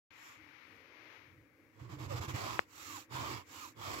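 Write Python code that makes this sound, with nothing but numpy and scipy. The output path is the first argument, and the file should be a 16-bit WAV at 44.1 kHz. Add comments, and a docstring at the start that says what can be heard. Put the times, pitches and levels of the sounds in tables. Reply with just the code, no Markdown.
"""Scraping a dirty mouse pad

A hand-held blade is worked back and forth over a mouse pad on a desk, close to the microphone.
Pushes dig in, judder and thump the desk; pulls hiss lightly. The edge zips over ridges in the dirt.
A steady hiss, probably a fan, reaches the left side until the microphone turns with a soft rustle.
Once, something ticks against the microphone's left opening."""
import sys
import numpy as np
from scipy import signal
from scipy.fft import rfft, irfft, next_fast_len
from scipy.io import wavfile
from scipy.ndimage import map_coordinates

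SR = 44100
rng = np.random.default_rng(int(sys.argv[2]) if len(sys.argv) > 2 else 0)


def file_out(sig):
    """Save sig as 16-bit WAV at sys.argv[1]."""
    # one column per channel
    cols = np.atleast_2d(sig).T
    # limit, then scale
    lim = np.clip(cols, -1, 1)
    pcm = np.round(lim * 32767).astype(np.int16)
    wavfile.write(sys.argv[1], SR, pcm)


N = 176400


# forward strokes: start_s, end_s, rise_s, fall_s, level_db, treble_db
PUSHES = [(1.66, 2.68, 0.8, 0.19, -41, -1.5), (3.083, 3.465, 0.083, 0.16, -41, -2),
          (3.735, 4.2, .16, 0.28, -41.5, 0)]
# tone of a push: pitch_hz, left_db, right_db
PUSH_TONE = [(30, -36, -24), (56.4, -5, -17), (106.5, -14, 6.5), (196, -11, -16), (308, -1.5, -2),
             (390, -7.5, -5.5), (700, -5.5, -5), (856, -7, -1.5), (1070, -6, 5), (1560, -9, -8),
             (2320, -8.5, -8), (2590, -14, -8), (3460, -9.5, -13), (4130, -18, -12.5), (4700, -44, -9),
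             (5400, -25.5, -11.5), (6340, -38, -13), (7570, -63, -10), (8400, -69, -25.5),
             (9750, -45, -25.5), (12000, -29, -19.5), (15500, -44, -22.5)]
def pushes():
    """The blade digs in going forward, and gets quieter each time it sticks."""
    return strokes(PUSHES, PUSH_TONE) * amp(-sticking_db())


# moments when the blade sticks: time_s, slowing_s, depth_db
STALLS = [(1.88, 0.024, 11.5), (1.977, 0.023, 12.5), (2.084, 0.019, 12), (2.153, 0.012, 4),
          (2.205, 0.0088, 11), (2.274, 0.013, 12), (2.334, 0.017, 9)]
def sticking_db(slip_share=0.63):
    """How far the sound dips as the blade sticks; breaking free takes slip_share as long."""
    t = clock()
    dip_db = 0
    for when, slowing, depth_db in STALLS:
        width = slowing * np.where(t > when, slip_share, 1)
        dip_db += depth_db * np.exp(-((t - when) / width) ** 2)
    return dip_db


# times of hard pressing: start_s, end_s, rise_s, fall_s, level_db
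DRAGS = [(1.72, 2.558, 0.22, 0.12, -49.5), (3.07, 3.45, 0.066, .13, -50.5), (3.734, 4.1, 0.042, .1, -56.5)]
# tone of the drag: pitch_hz, left_db, right_db
DRAG_TONE = [(30.2, -32, -41), (63, -36, -18), (107, -1.5, 8.5), (190, -14, -12.5), (310, -8.5, -9),
             (510, -17, -11), (740, -35, -22), (1140, -19, -15), (2000, -56, -26), (5000, -80, -78)]
def drag(dip_share=0.44):
    """The pressed blade drags on the pad and shakes the desk, less so while it sticks."""
    loudness = sum(motion(*row) for row in DRAGS) * amp(-dip_share * sticking_db())
    return loudness * stereo(rng.standard_normal((2, N)), DRAG_TONE)


# jumps of the blade: start_s, strength_db
JUMPS = [(1.81, -36), (1.897, -51), (1.927, -35.5), (1.964, -35), (1.996, -37), (2.059, -35), (2.10, -33),
         (2.139, -26.5), (2.195, -31), (2.275, -32), (2.334, -28.5), (3.141, -30.5), (3.19, -34),
         (3.276, -39), (3.872, -35.5)]
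# the desk's own notes: pitch_hz, relative_db, ring_s
DESK_NOTES = [(99.4, -1.5, 0.091), (123.3, -3.5, 0.13), (305, -11, 0.091), (502, -13, .05)]
def thumps(rise_s=0.015, gain_db=8, left_db=-5):
    """Each jump of the blade makes the desk ring; the pad softens the blow."""
    out = np.zeros(N)
    for start, strength_db in JUMPS:
        swell = 1 - np.exp(-(np.maximum(clock() - start, 0) / rise_s) ** 2)
        for hz, note_db, ring_s in DESK_NOTES:
            gain = amp(strength_db + note_db + rng.normal(0, 2.5))
            out += gain * swell * ring(start, hz * (1 + rng.normal(0, 0.03)), ring_s)
    return out * amp(gain_db) * amp([[left_db], [0]])


# return strokes: start_s, end_s, rise_s, fall_s, level_db, treble_db
PULLS = [(2.635, 3.08, .26, 0.13, -47.5, -1), (3.42, 3.755, .18, 0.12, -48.5, -2)]
# tone of a pull: pitch_hz, left_db, right_db
PULL_TONE = [(30, -42, -50), (100, -7, 0.5), (198, -29, -21.5), (308, 2, 0), (390, -15, -15.5),
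             (670, -14, -12.5), (1136, -12.5, 0), (1460, -14.5, -7), (2320, -7.5, -8.5), (2810, -14, -5.5),
             (3270, -9.5, -14), (4260, -16, -7.5), (4750, -33, -10), (5500, -29, -7.5), (6400, -35, -7),
             (7450, -52, -3.5), (8600, -50, -20.5), (9800, -43, -20.5), (11700, -20, -13),
             (15300, -41, -16)]
def pulls():
    """The blade slides back with a light hiss."""
    return strokes(PULLS, PULL_TONE)


# runs over ridges: start_s, length_s, first_hz, last_hz, level_db
ZIPS = [(2.092, 0.065, 592, 430, -36.5), (2.896, .12, 1252, 620, -45), (3.594, .095, 1390, 680, -44)]
def zips(bend=1.5, jitter=0.0351, left_db=-6):
    """Short, shaky tones that fall as ridges pass under the edge ever more slowly."""
    out = np.zeros(N)
    for start, length, first_hz, last_hz, db in ZIPS:
        progress = np.clip((clock() - start) / length, 0, 1)
        hz = (first_hz + (last_hz - first_hz) * progress ** bend) * (1 + jitter * wobble(300))
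        loudness = amp(db + wobble(120)) * np.sin(np.pi * progress) ** 2
        out += loudness * np.sin(2 * np.pi * np.cumsum(hz) / SR)
    return out * amp([[left_db], [0]])


# light touches: start_s, end_s, rise_s, fall_s, level_db, treble_db
SCUFFS = [(.06, .43, 0.28, 0.19, -56, 0.5), (1.786, 1.85, .014, .05, -57.5, -11.5)]
# tone of a scuff: pitch_hz, left_db, right_db
SCUFF_TONE = [(100, -18, -13), (604, -11, -12.5), (1150, -3.5, 3.5), (1600, -7, -11.5), (2010, -5.5, -3),
              (2700, -9, -13.5), (3440, -10.5, -11.5), (4830, -26, -16.5), (5650, -18, -8.5),
              (6160, -24, -14), (7000, -32, -4), (7730, -40, -13), (8800, -42, -24.5), (12000, -21, -16.5),
              (15500, -34, -23)]
def scuffs():
    """The blade brushes the pad as it is set in place."""
    return strokes(SCUFFS, SCUFF_TONE)


def strokes(rows, tone, treble_hz=3030):
    """Rubbing swells and fades with each stroke, some brighter, some duller."""
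    rub = friction(tone)
    treble = filtered(rub, lambda hz: hz ** 4 / (hz ** 4 + treble_hz ** 4))
    return sum(motion(*shape) * (rub + (amp(treble_db) - 1) * treble) for *shape, treble_db in rows)


def friction(tone, specks_per_s=3500, spread_db=4, grit_share=0.49, chatter_per_s=110, chatter_db=0.56):
    """Specks of dirt break loose over a smooth rub, which flutters as the edge chatters."""
    hits = rng.random((2, N)) < specks_per_s / SR
    specks = hits * rng.choice([-1, 1], (2, N)) * amp(spread_db * rng.standard_normal((2, N)))
    smooth = rng.standard_normal((2, N))
    force = np.sqrt(grit_share) * unit(specks) + np.sqrt(1 - grit_share) * smooth
    return unit(stereo(dirt_patches(force), tone) * amp(chatter_db * wobble(chatter_per_s)))


def dirt_patches(x, depth_db=2.16, patch_hz=169, patch_s=0.09):
    """The tone shifts at random as the edge meets new dirt."""
    hz, t, spectrum = signal.stft(x, SR, nperseg=1024)
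    grid = np.meshgrid(hz / patch_hz, t / patch_s, indexing="ij")
    patches = map_coordinates(rng.standard_normal((400, 400)), grid, mode="wrap")
    return signal.istft(spectrum * amp(depth_db * patches), SR, nperseg=1024)[1][:, :N]


def motion(start, end, rise, fall, db, speed_power=2.136):
    """A movement speeds up and slows down; faster is louder."""
    ease = lambda u: np.sin(np.pi / 2 * np.clip(u, 0, 1))
    speed = ease((clock() - start) / rise) * ease((end - clock()) / fall)
    return amp(db) * speed ** speed_power


def tick(gain_db=1.5, band_hz=(336, 3000)):
    """Something taps the microphone's left opening: one dull, dead tick."""
    band = signal.butter(2, band_hz, btype="band", fs=SR, output="sos")
    tap = signal.sosfilt(band, ring(start=2.5926, hz=1590, ring_s=0.0014))
    return amp(gain_db) * np.array([tap, np.zeros(N)])


# small movements: start_s, end_s, rise_s, fall_s, level_db, pitch_hz
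RUSTLES = [(.6, 1.356, 0.28, 0.27, -67.5, 414), (1.2, 1.522, .1, 0.13, -65.5, 94)]
def rustles(width_octaves=0.55, left_db=-3):
    """Soft, dull noise as the hand and microphone move."""
    out = np.zeros(N)
    for *shape, pitch_hz in RUSTLES:
        band = lambda hz: np.exp(-0.5 * (np.log2((hz + 1) / pitch_hz) / width_octaves) ** 2)
        out += motion(*shape) * unit(filtered(rng.standard_normal(N), band))
    return out * amp([[left_db], [0]])


# tone of the fan: pitch_hz, relative_db
FAN_TONE = [(200, -21), (320, -13), (650, -14), (900, -2), (1500, -1.5), (2250, 5.5), (2700, -2.5),
            (3400, -9), (4750, -13.5), (6400, -19), (7400, -35), (8600, -46), (12000, -24.5), (15500, -39)]
# its loudness on the left: time_s, level_db
FAN_LEVEL = [(.1, -57), (.6, -56), (1.15, -55.5), (1.31, -61), (1.38, -73), (1.5, -79)]
def fan(right_db=-26):
    """A fan's hiss on the left fades as the microphone turns away."""
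    hiss = unit(filtered(rng.standard_normal((2, N)), lambda hz: amp(along(FAN_TONE, hz))))
    return hiss * wavering(FAN_LEVEL, waver_db=1) * amp([[0], [right_db]])


# tone of the room: pitch_hz, left_db, right_db
ROOM_TONE = [(30, -28, -26), (60.4, -8, -5.5), (103.6, -3.5, 8.5), (196, -11, -9.5), (311, 9, 8),
             (374, -8.5, -7.5), (530, -1.5, -1.5), (650, -14.5, -19), (1090, -9, -18), (1700, -5.5, -22),
             (2220, -1, -30), (3170, -21.5, -26.5), (6100, -27, -26.5), (9050, -38, -33.5),
             (12000, -26.5, -28), (15500, -30, -28)]
# its loudness: time_s, level_db
ROOM_LEVEL = [(.1, -69.5), (.6, -66), (1.38, -64), (1.52, -69), (1.7, -66.5), (2, -64.5), (4, -65)]
def room_noise():
    """The room's faint, low murmur."""
    return wavering(ROOM_LEVEL, waver_db=2.75) * stereo(rng.standard_normal((2, N)), ROOM_TONE)


def room_echo(x, ring_s=0.18, level_db=-20.5):
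    """Sound bounces briefly around a small furnished room."""
    t = np.arange(SR // 3) / SR
    tail = rng.standard_normal((2, len(t))) * np.exp(-np.log(1000) * t / ring_s)
    return amp(level_db) * signal.fftconvolve(x, tail / np.linalg.norm(tail[0]), axes=1)[:, :N]


# how alike left and right are: pitch_hz, likeness (0 to 1)
LIKENESS = [(100, 1), (500, 0.83), (1100, 0.62), (2000, .5), (3000, 0.083), (10000, 0.11)]
def stereo(pair, tone):
    """Blend two noises into left and right: alike in the bass, each with its own tone."""
    angle = lambda hz: np.arccos(np.clip(along(LIKENESS, hz)[0], 0, 1)) / 2
    mid, side = filtered(pair, lambda hz: np.array([np.cos(angle(hz)), np.sin(angle(hz))]))
    return unit(filtered(np.array([mid + side, mid - side]), lambda hz: amp(along(tone, hz))))


def ring(start, hz, ring_s):
    """A pure note that fades by 60 dB in ring_s."""
    age = np.maximum(clock() - start, 0)
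    return np.sin(2 * np.pi * hz * age) * np.exp(-np.log(1000) * age / ring_s)


def wavering(levels, waver_db):
    """Loudness that follows a table and wanders a little."""
    return amp(np.interp(clock(), *np.transpose(levels)) + waver_db * wobble(6.8))


def wobble(per_s):
    """A smooth curve through per_s random points a second."""
    return map_coordinates(rng.standard_normal(int(N * per_s / SR) + 4), [clock() * per_s])


def filtered(x, response):
    """Multiply each frequency in x by response(hz)."""
    size = next_fast_len(N + SR // 2)
    return irfft(rfft(x, size) * response(np.fft.rfftfreq(size, 1 / SR)), size)[..., :N]


def along(table, hz):
    """Read a table's columns between its listed pitches."""
    pitches, *columns = np.transpose(table)
    return np.array([np.interp(np.log(hz + 1), np.log(pitches + 1), c) for c in columns])


def amp(db):
    """Turn decibels into a multiplier."""
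    return 10 ** (np.asarray(db) / 20)


def unit(x):
    """Scale to an average strength (rms) of 1."""
    return x / np.sqrt(np.mean(x ** 2) + 1e-20)


def clock():
    """The time of every sample, in seconds."""
    return np.arange(N) / SR


# how far the blade's wave is ahead on the left (negative is late): pitch_hz, lead_radians
LEFT_LEAD = [(30, -3.5), (100, .5), (270, 0), (500, -2.5), (900, -1.5), (1200, -1.4), (1500, -3.5),
             (2100, -3.5), (4000, -7.5)]
def scene():
    """Mix everything. The blade works on the right, so most of its sound reaches the left late."""
    blade = pushes() + drag() + pulls() + scuffs() + zips()
    blade = filtered(blade, lambda hz: np.exp(1j * along(LEFT_LEAD, hz) * np.array([[1], [0]])))
    return blade + room_echo(blade) + thumps() + tick() + rustles() + room_noise() + fan()


def record(dry, start_s=0.105, fade_s=0.0023, top_hz=15800):
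    """The sound begins after a moment of silence and holds nothing above top_hz."""
    fade_in = np.clip((clock() - start_s) / fade_s, 0, 1)
    return filtered(dry * fade_in, lambda hz: hz < top_hz)


dry = scene()
out = record(dry)
file_out(out)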